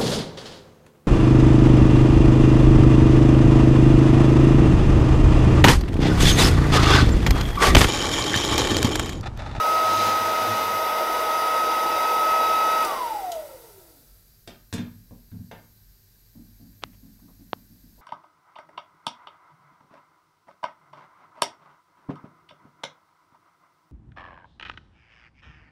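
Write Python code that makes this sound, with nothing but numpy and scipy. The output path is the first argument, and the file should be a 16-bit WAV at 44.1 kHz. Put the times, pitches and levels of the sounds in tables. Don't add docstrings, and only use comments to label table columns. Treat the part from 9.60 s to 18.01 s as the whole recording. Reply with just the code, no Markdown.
import sys
import numpy as np
from scipy import signal
from scipy.fft import rfft, irfft, next_fast_len
from scipy.io import wavfile

SR = 44100
rng = np.random.default_rng(int(sys.argv[2]) if len(sys.argv) > 2 else 0)


def to_wav(sig):
    pcm = np.clip(np.atleast_2d(sig), -1, 1) * 32767
    pcm = np.round(pcm).astype(np.int16)
    wavfile.write(sys.argv[1], SR, pcm.T)


N = 370881
TIME = np.arange(N) / SR

# centre_hz, width_hz, gain_db
HOUSING_RESONANCES = [(336, 16, 8.5), (475.6, 45, 7.5), (636.6, 31, 7), (813, 30.1, 0.5),
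                      (909.3, 101.2, 7.5), (1335.9, 143.3, 12.5), (1522.4, 92, 5.5), (1905.4, 50, 7),
                      (2089.6, 170, 9), (2664, 150, 1), (3235, 120, -7), (3631, 430, 3.5),
                      (4252, 243.4, -13), (4856, 230, 4.5), (6100, 270, 5)]
# pitch_hz, level_db, t60_s
BASIN_MODES = [(78, -14, .22), (103, 1, .34), (148, -9, .28), (172, -5, .28), (186, -7, .28),
               (213, -6, .32), (236, -2, .35), (254, -6, .32), (298, -11, .32), (409, -19, .24),
               (470, -19, .26)]


def amp(db):
    return 10 ** (np.asarray(db) / 20)


def unit(x):
    return x / np.sqrt(np.mean(x ** 2) + 1e-20)


def curve(rows):
    return np.interp(TIME, *np.transpose(rows))


def read(points, hz):
    f, value = np.transpose(points)
    return np.interp(np.log(hz + 1), np.log(f + 1), value)


def peaks_db(peaks, hz):
    return sum(gain_db / (1 + (2 * (hz - f) / width) ** 2) for f, width, gain_db in peaks)


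def add(mix, start_s, sound):
    part = mix[round(start_s * SR):][:len(sound)]
    part += sound[:len(part)]


def band(x, hz, kind, order=2):
    return signal.sosfilt(signal.butter(order, min(hz, .45 * SR), kind, fs=SR, output="sos"), x)


def wander(hz):
    t = TIME[::100]
    f = np.fft.rfftfreq(len(t), t[1])
    spectrum = rfft(rng.standard_normal(len(t))) / (1 + (f / hz) ** 4)
    return np.interp(TIME, t, unit(irfft(spectrum, len(t))))


def noise(colour, peaks=(), ripple_db=0, ripple_hz=25):
    size = next_fast_len(N, True)
    hz = np.fft.rfftfreq(size, 1 / SR)
    grid = np.arange(0, SR / 2, ripple_hz)
    comb = np.interp(hz, grid, rng.standard_normal(len(grid)))
    db = read(colour, hz) + peaks_db(peaks, hz) + ripple_db * comb * hz / (hz + 1500)
    return unit(irfft(rfft(rng.standard_normal(size)) * amp(db), size)[:N])


def shifting(sounds, hz):
    return sum(x * np.sqrt(2 / 3) * np.cos(np.pi * (hz * TIME + k / 3)) for k, x in enumerate(sounds))


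def ring(modes, t):
    return sum((-1) ** k * amp(db - 60 * t / t60) * np.sin(2 * np.pi * hz * t)
               for k, (hz, db, t60) in enumerate(modes))


def bathroom(x):
    # frequency_hz, t60_s
    decay_times = [(100, 0.844), (400, 0.298), (1500, 0.407), (5000, 0.255), (15000, 0.12)]
    hz, t, bands = signal.stft(rng.standard_normal(SR * 3 // 4), SR, nperseg=256)
    decay = amp(-60 * t / read(decay_times, hz)[:, None])
    tail = signal.istft(bands * decay, SR, nperseg=256)[1]
    return signal.fftconvolve(x, tail / np.linalg.norm(tail))[:N]


def blade_pitch():
    # time_s, pitch_hz
    powered_pitch = [(0, 1276.5), (.25, 1276), (.68, 1269), (1.35, 1267), (2.0, 1274), (2.6, 1281),
                     (3.2, 1283.5)]
    off_s, coast_s = 3.228, 1.6486
    drag_hz = 706.2
    coasted = np.maximum(TIME - off_s, 0) / coast_s
    return drag_hz * np.tan(np.maximum(np.arctan(curve(powered_pitch) / drag_hz) - coasted, 0))


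def blade_whine(blade_passes, blade_hz, speed, coasting):
    # time_s, level_db
    whine_levels = [(0.05, -22), (0.18, -20.5), (0.56, -22.5), (0.61, -24.5), (1.56, -27), (1.99, -23),
                    (2.36, -25), (2.71, -20.5), (3.2, -22)]
    # frequency_hz, gain_db
    outlet_response = [(150, -45.5), (330, -23), (460, -19), (640, 0)]
    unpowered_db, housing_share = -5, .5
    resonance_db = peaks_db(HOUSING_RESONANCES, blade_hz)
    coasting_db = coasting * (unpowered_db + housing_share * (resonance_db - resonance_db[0]))
    level_db = curve(whine_levels) + coasting_db + read(outlet_response, blade_hz) + .31 * wander(hz=30)
    whine = np.sqrt(2) * amp(level_db) * speed ** .63 * np.sin(2 * np.pi * blade_passes)
    return whine + amp(-7) * bathroom(whine * coasting)


def shaft(turns):
    # multiple, level_db
    overtones = [(1, -59.5), (9, -56), (12, -50), (18, -52), (22, -60), (24, -59), (47, -59), (54, -58.5),
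                 (57, -59.5), (59, -57), (62, -59.5), (65, -62), (67, -61)]
    swell_db, flutter_db = 3.5, 2
    out = np.zeros(N)
    for multiple, db in overtones:
        drift_db = swell_db * wander(hz=.76) + flutter_db * wander(hz=16)
        out += np.sqrt(2) * amp(db + drift_db) * np.sin(2 * np.pi * (multiple * turns + rng.random()))
    return out


def commutator(turns, size=2048):
    # multiple, level_db
    outline = [(4, -90), (8, -60), (28, -62), (36, -65), (73, -62), (78, -140)]
    level = amp(read(outline, np.arange(size // 2 + 1)))
    patterns = [irfft(level * np.exp(2j * np.pi * rng.random(len(level)))) * size / 2 for _ in range(3)]
    return shifting([np.interp(turns % 1 * size, np.arange(size), p) for p in patterns], hz=.28)


def fan(blade_hz, speed):
    blades, unpowered_db, hum_hz = 6, -5, 100
    turns = np.cumsum(blade_hz * (1 + .0004 * wander(hz=25))) / SR / blades
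    coasting = np.clip((1 - speed) / .04, 0, 1)
    whine = blade_whine(blades * turns, blade_hz, speed, coasting)
    motor = (shaft(turns) + commutator(turns)) * amp(coasting * unpowered_db) * speed ** 4.7
    hum = np.sin(2 * np.pi * hum_hz * TIME) * (1 - coasting)
    return whine + motor + amp(-58) * hum


def airflow(speed):
    # frequency_hz, density_db
    rush_colour = [(40, -44), (140, -30), (220, -18), (330, -18.5), (600, -4), (920, -4), (1130, -12.5),
                   (1700, -16), (2200, -16), (3200, -17), (5200, -21.5), (6300, -26), (7200, -37.5),
                   (16000, -55)]
    # frequency_hz, density_db
    eddy_colour = [(100, -26), (220, -10), (340, 0), (700, 1), (1100, -33.5), (3000, -45)]
    rush = noise(rush_colour, HOUSING_RESONANCES, ripple_db=5) * amp(-27 + .28 * wander(hz=15))
    eddies = noise(eddy_colour, HOUSING_RESONANCES) * amp(-37 + 1.5 * wander(hz=20))
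    return rush * speed ** 3.3 + eddies * speed ** 2.172


def brushes(speed):
    # frequency_hz, density_db
    hiss_colour = [(200, -16), (340, 1.5), (700, -11), (1100, -9.5), (2800, -10.5), (4700, -2),
                   (6000, -5.5), (7400, -4), (10500, -1), (12500, 0.5), (14000, -1), (16000, -2)]
    # centre_hz, width_hz, gain_db
    nozzle = [(1337, 120, 14)]
    hiss = shifting([noise(hiss_colour, nozzle, ripple_db=5, ripple_hz=70) for _ in range(3)], hz=.3)
    return hiss * amp(-40.5 + .48 * wander(hz=18)) * speed ** 1.232


def jet(speed):
    # time_s, rasp_db, buffet_db
    sweep = [(0, -43, -62.5), (.22, -38.5, -50), (.32, -34.5, -38.5), (.48, -29.5, -40), (.57, -39, -45),
             (.93, -35.5, -39.5), (1.1, -41, -47.5), (1.5, -63.5, -72.5)]
    # frequency_hz, density_db
    rasp_colour = [(200, -10), (600, -1.5), (2500, 3), (3200, -2), (4000, 2.5), (5400, -5.5), (6400, -2.5),
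                   (7800, -12), (16000, -18)]
    # frequency_hz, density_db
    buffet_colour = [(50, -28.5), (80, -14.5), (105, 11), (140, -20), (220, 3), (400, -16), (1000, -43)]
    time_s, rasp_db, buffet_db = np.transpose(sweep)
    rasp = noise(rasp_colour, ripple_db=3.5) * amp(np.interp(TIME, time_s, rasp_db))
    buffet = noise(buffet_colour) * amp(np.interp(TIME, time_s, buffet_db))
    return (rasp + buffet) * speed ** 3.4


def room_tone():
    # frequency_hz, density_db
    hiss_colour = [(150, 9), (260, -2), (400, -3), (600, -9.5), (1400, -11.5), (1600, -6.5), (1800, -9),
                   (3200, -14.5), (3900, -6.5), (4900, -5.5), (8000, -10), (10700, -10), (12600, 0.5),
                   (15500, -6.5)]
    # centre_hz, width_hz, gain_db
    thin_tones = [(1560, 50, 3), (4043, 30, 5.5), (4724, 36, 10.5), (6498, 30, 8), (12654, 40, 7)]
    # frequency_hz, density_db
    rumble_colour = [(22, -32.5), (33, -20), (41, 9.5), (50, 5), (62, -12.5), (80, -10.5), (102, -2.5),
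                     (130, -12.5), (200, -18.5), (400, -44.5)]
    return amp(-59) * noise(hiss_colour, thin_tones, ripple_db=3) + amp(-58.5) * noise(rumble_colour)


def switches():
    # start_s, level_db, low_hz, high_hz
    clicks = [(3.225, -14.5, 7500, 16100), (3.249, -10.5, 4000, 16000), (3.268, -16, 8500, 16000),
              (3.718, -8.5, 2680, 4970)]
    out, t = np.zeros(N), np.arange(SR // 10) / SR
    for start_s, db, low_hz, high_hz in clicks:
        snap = rng.standard_normal(len(t)) * np.exp(-t / .006)
        add(out, start_s, amp(db) * band(band(snap, low_hz, "high", order=8), high_hz, "low", order=1))
    return amp(-15.5) * out + amp(-19.5) * bathroom(out)


def knocks():
    # start_s, thud_db, thud_cutoff_hz, clack_db, clack_cutoff_hz
    blows = [(4.875, -48, 600, -20, 4900), (5.127, -28.5, 500, -14.5, 5400), (5.137, -49.5, 500, -18, 8900),
             (5.181, -28, 400, -15.5, 3300), (5.508, -44, 600, -26, 850), (5.716, -37.5, 230, -37, 2560),
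             (5.744, -37.5, 190, -35.5, 700), (5.792, -36.5, 190, -39, 700), (5.913, -47, 600, -15, 1914)]
    # pitch_hz, level_db, t60_s
    shell_modes = [(850, -7, .12), (1206, -14, .1), (1630, -4, .2), (2300, -9, .16), (3150, -18, 1.4),
                   (3590, 2, .16), (3760, -3, .14), (4070, -1, .2), (4673, -3, .18), (6290, -3, .2),
                   (10870, 0, .18)]
    spot_db = 1.5
    clacks, thuds, t = np.zeros(N), np.zeros(N), np.arange(SR * 3 // 4) / SR
    basin = ring(BASIN_MODES, t)
    for start_s, thud_db, thud_cutoff_hz, clack_db, clack_cutoff_hz in blows:
        shell = ring([(hz, db + spot_db * rng.standard_normal(), t60) for hz, db, t60 in shell_modes], t)
        crack = rng.standard_normal(len(t)) * np.exp(-t / .00576)
        burst = rng.standard_normal(len(t)) * np.exp(-t / .01036)
        hollow = band(band(burst, 250, "high"), 827, "low", order=3)
        clack = crack + amp(3.5) * hollow + amp(-28) * shell
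        add(clacks, start_s, amp(clack_db) * band(clack, clack_cutoff_hz, "low"))
        add(thuds, start_s, amp(thud_db) * band(basin, thud_cutoff_hz, "low"))
    direct = amp(-11.5) * clacks + amp(1.5) * thuds
    return direct + amp(-11.5) * (bathroom(clacks) + bathroom(thuds))


def rocking():
    start_s, first_swing_s, swings = 6.75, .2448, 9
    swing_ratio, swing_loss_db = .919, 1.2256
    rolls, t = np.zeros(N), np.arange(SR // 2) / SR
    boom = band(ring(BASIN_MODES, t), 191, "low") * (1 - np.exp(-t / .099))
    envelope = np.exp(-t / .059) * (1 - np.exp(-t / .0022))
    for k in range(swings):
        onset_s = start_s + first_swing_s * np.sum(swing_ratio ** np.arange(k))
        rub = rng.standard_normal(len(t))
        roll = unit(band(band(rub, 290, "low", order=6), 195, "high", order=4))
        roll += amp(-10) * unit(band(rub, 550, "low", order=3))
        add(rolls, onset_s, amp(-42.5 - swing_loss_db * k) * (roll * envelope + amp(15.5) * boom))
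    return amp(-4.5) * rolls + amp(-12.5) * bathroom(rolls)


def scuffs():
    # start_s, level_db, length_s, cutoff_hz
    rubs = [(7.218, -50, 0.0298, 3200), (7.323, -65.5, 0.0376, 3200), (7.587, -66, 0.022, 1400),
            (7.674, -62.5, 0.0505, 1190), (8.373, -59.5, 0.05, 870)]
    out = np.zeros(N)
    for start_s, db, length_s, cutoff_hz in rubs:
        window = signal.windows.tukey(int(length_s * SR), .5)
        rub = unit(band(rng.standard_normal(len(window)), cutoff_hz, "low", order=4))
        add(out, start_s, amp(db) * window * rub)
    return out + amp(-12.5) * bathroom(out)


def ticks():
    # start_s, level_db, pitch_hz, decay_s, cutoff_hz, edge_db
    taps = [(7.2373, -16, 1273, 0.00065, 11100, 7), (7.932, -4, 994, 0.000412, 4080, -6.5)]
    out, t = np.zeros(N), np.arange(SR // 50) / SR
    edge = np.exp(-t / .00021) * np.sin(2 * np.pi * 3200 * t) + .154 * np.exp(-t / .00005)
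    for start_s, db, pitch_hz, decay_s, cutoff_hz, edge_db in taps:
        body = np.exp(-t / decay_s) * np.sin(2 * np.pi * pitch_hz * t)
        tap = band(body + amp(edge_db) * edge, cutoff_hz, "low", order=4)
        add(out, start_s, amp(db) * band(tap, 173, "high"))
    return out + amp(-36.5) * bathroom(out)


def scene():
    blade_hz = blade_pitch()
    speed = blade_hz / blade_hz[0]
    handling = switches() + knocks() + rocking() + ticks() + scuffs()
    dryer = fan(blade_hz, speed) + airflow(speed) + brushes(speed) + jet(speed)
    return (dryer + handling + room_tone())[None]


def record(dry):
    low_pass = signal.firwin(801, 15800, window=("kaiser", 9), fs=SR)
    return signal.oaconvolve(dry, low_pass[None], "same")


dry = scene()
out = record(dry)
to_wav(out)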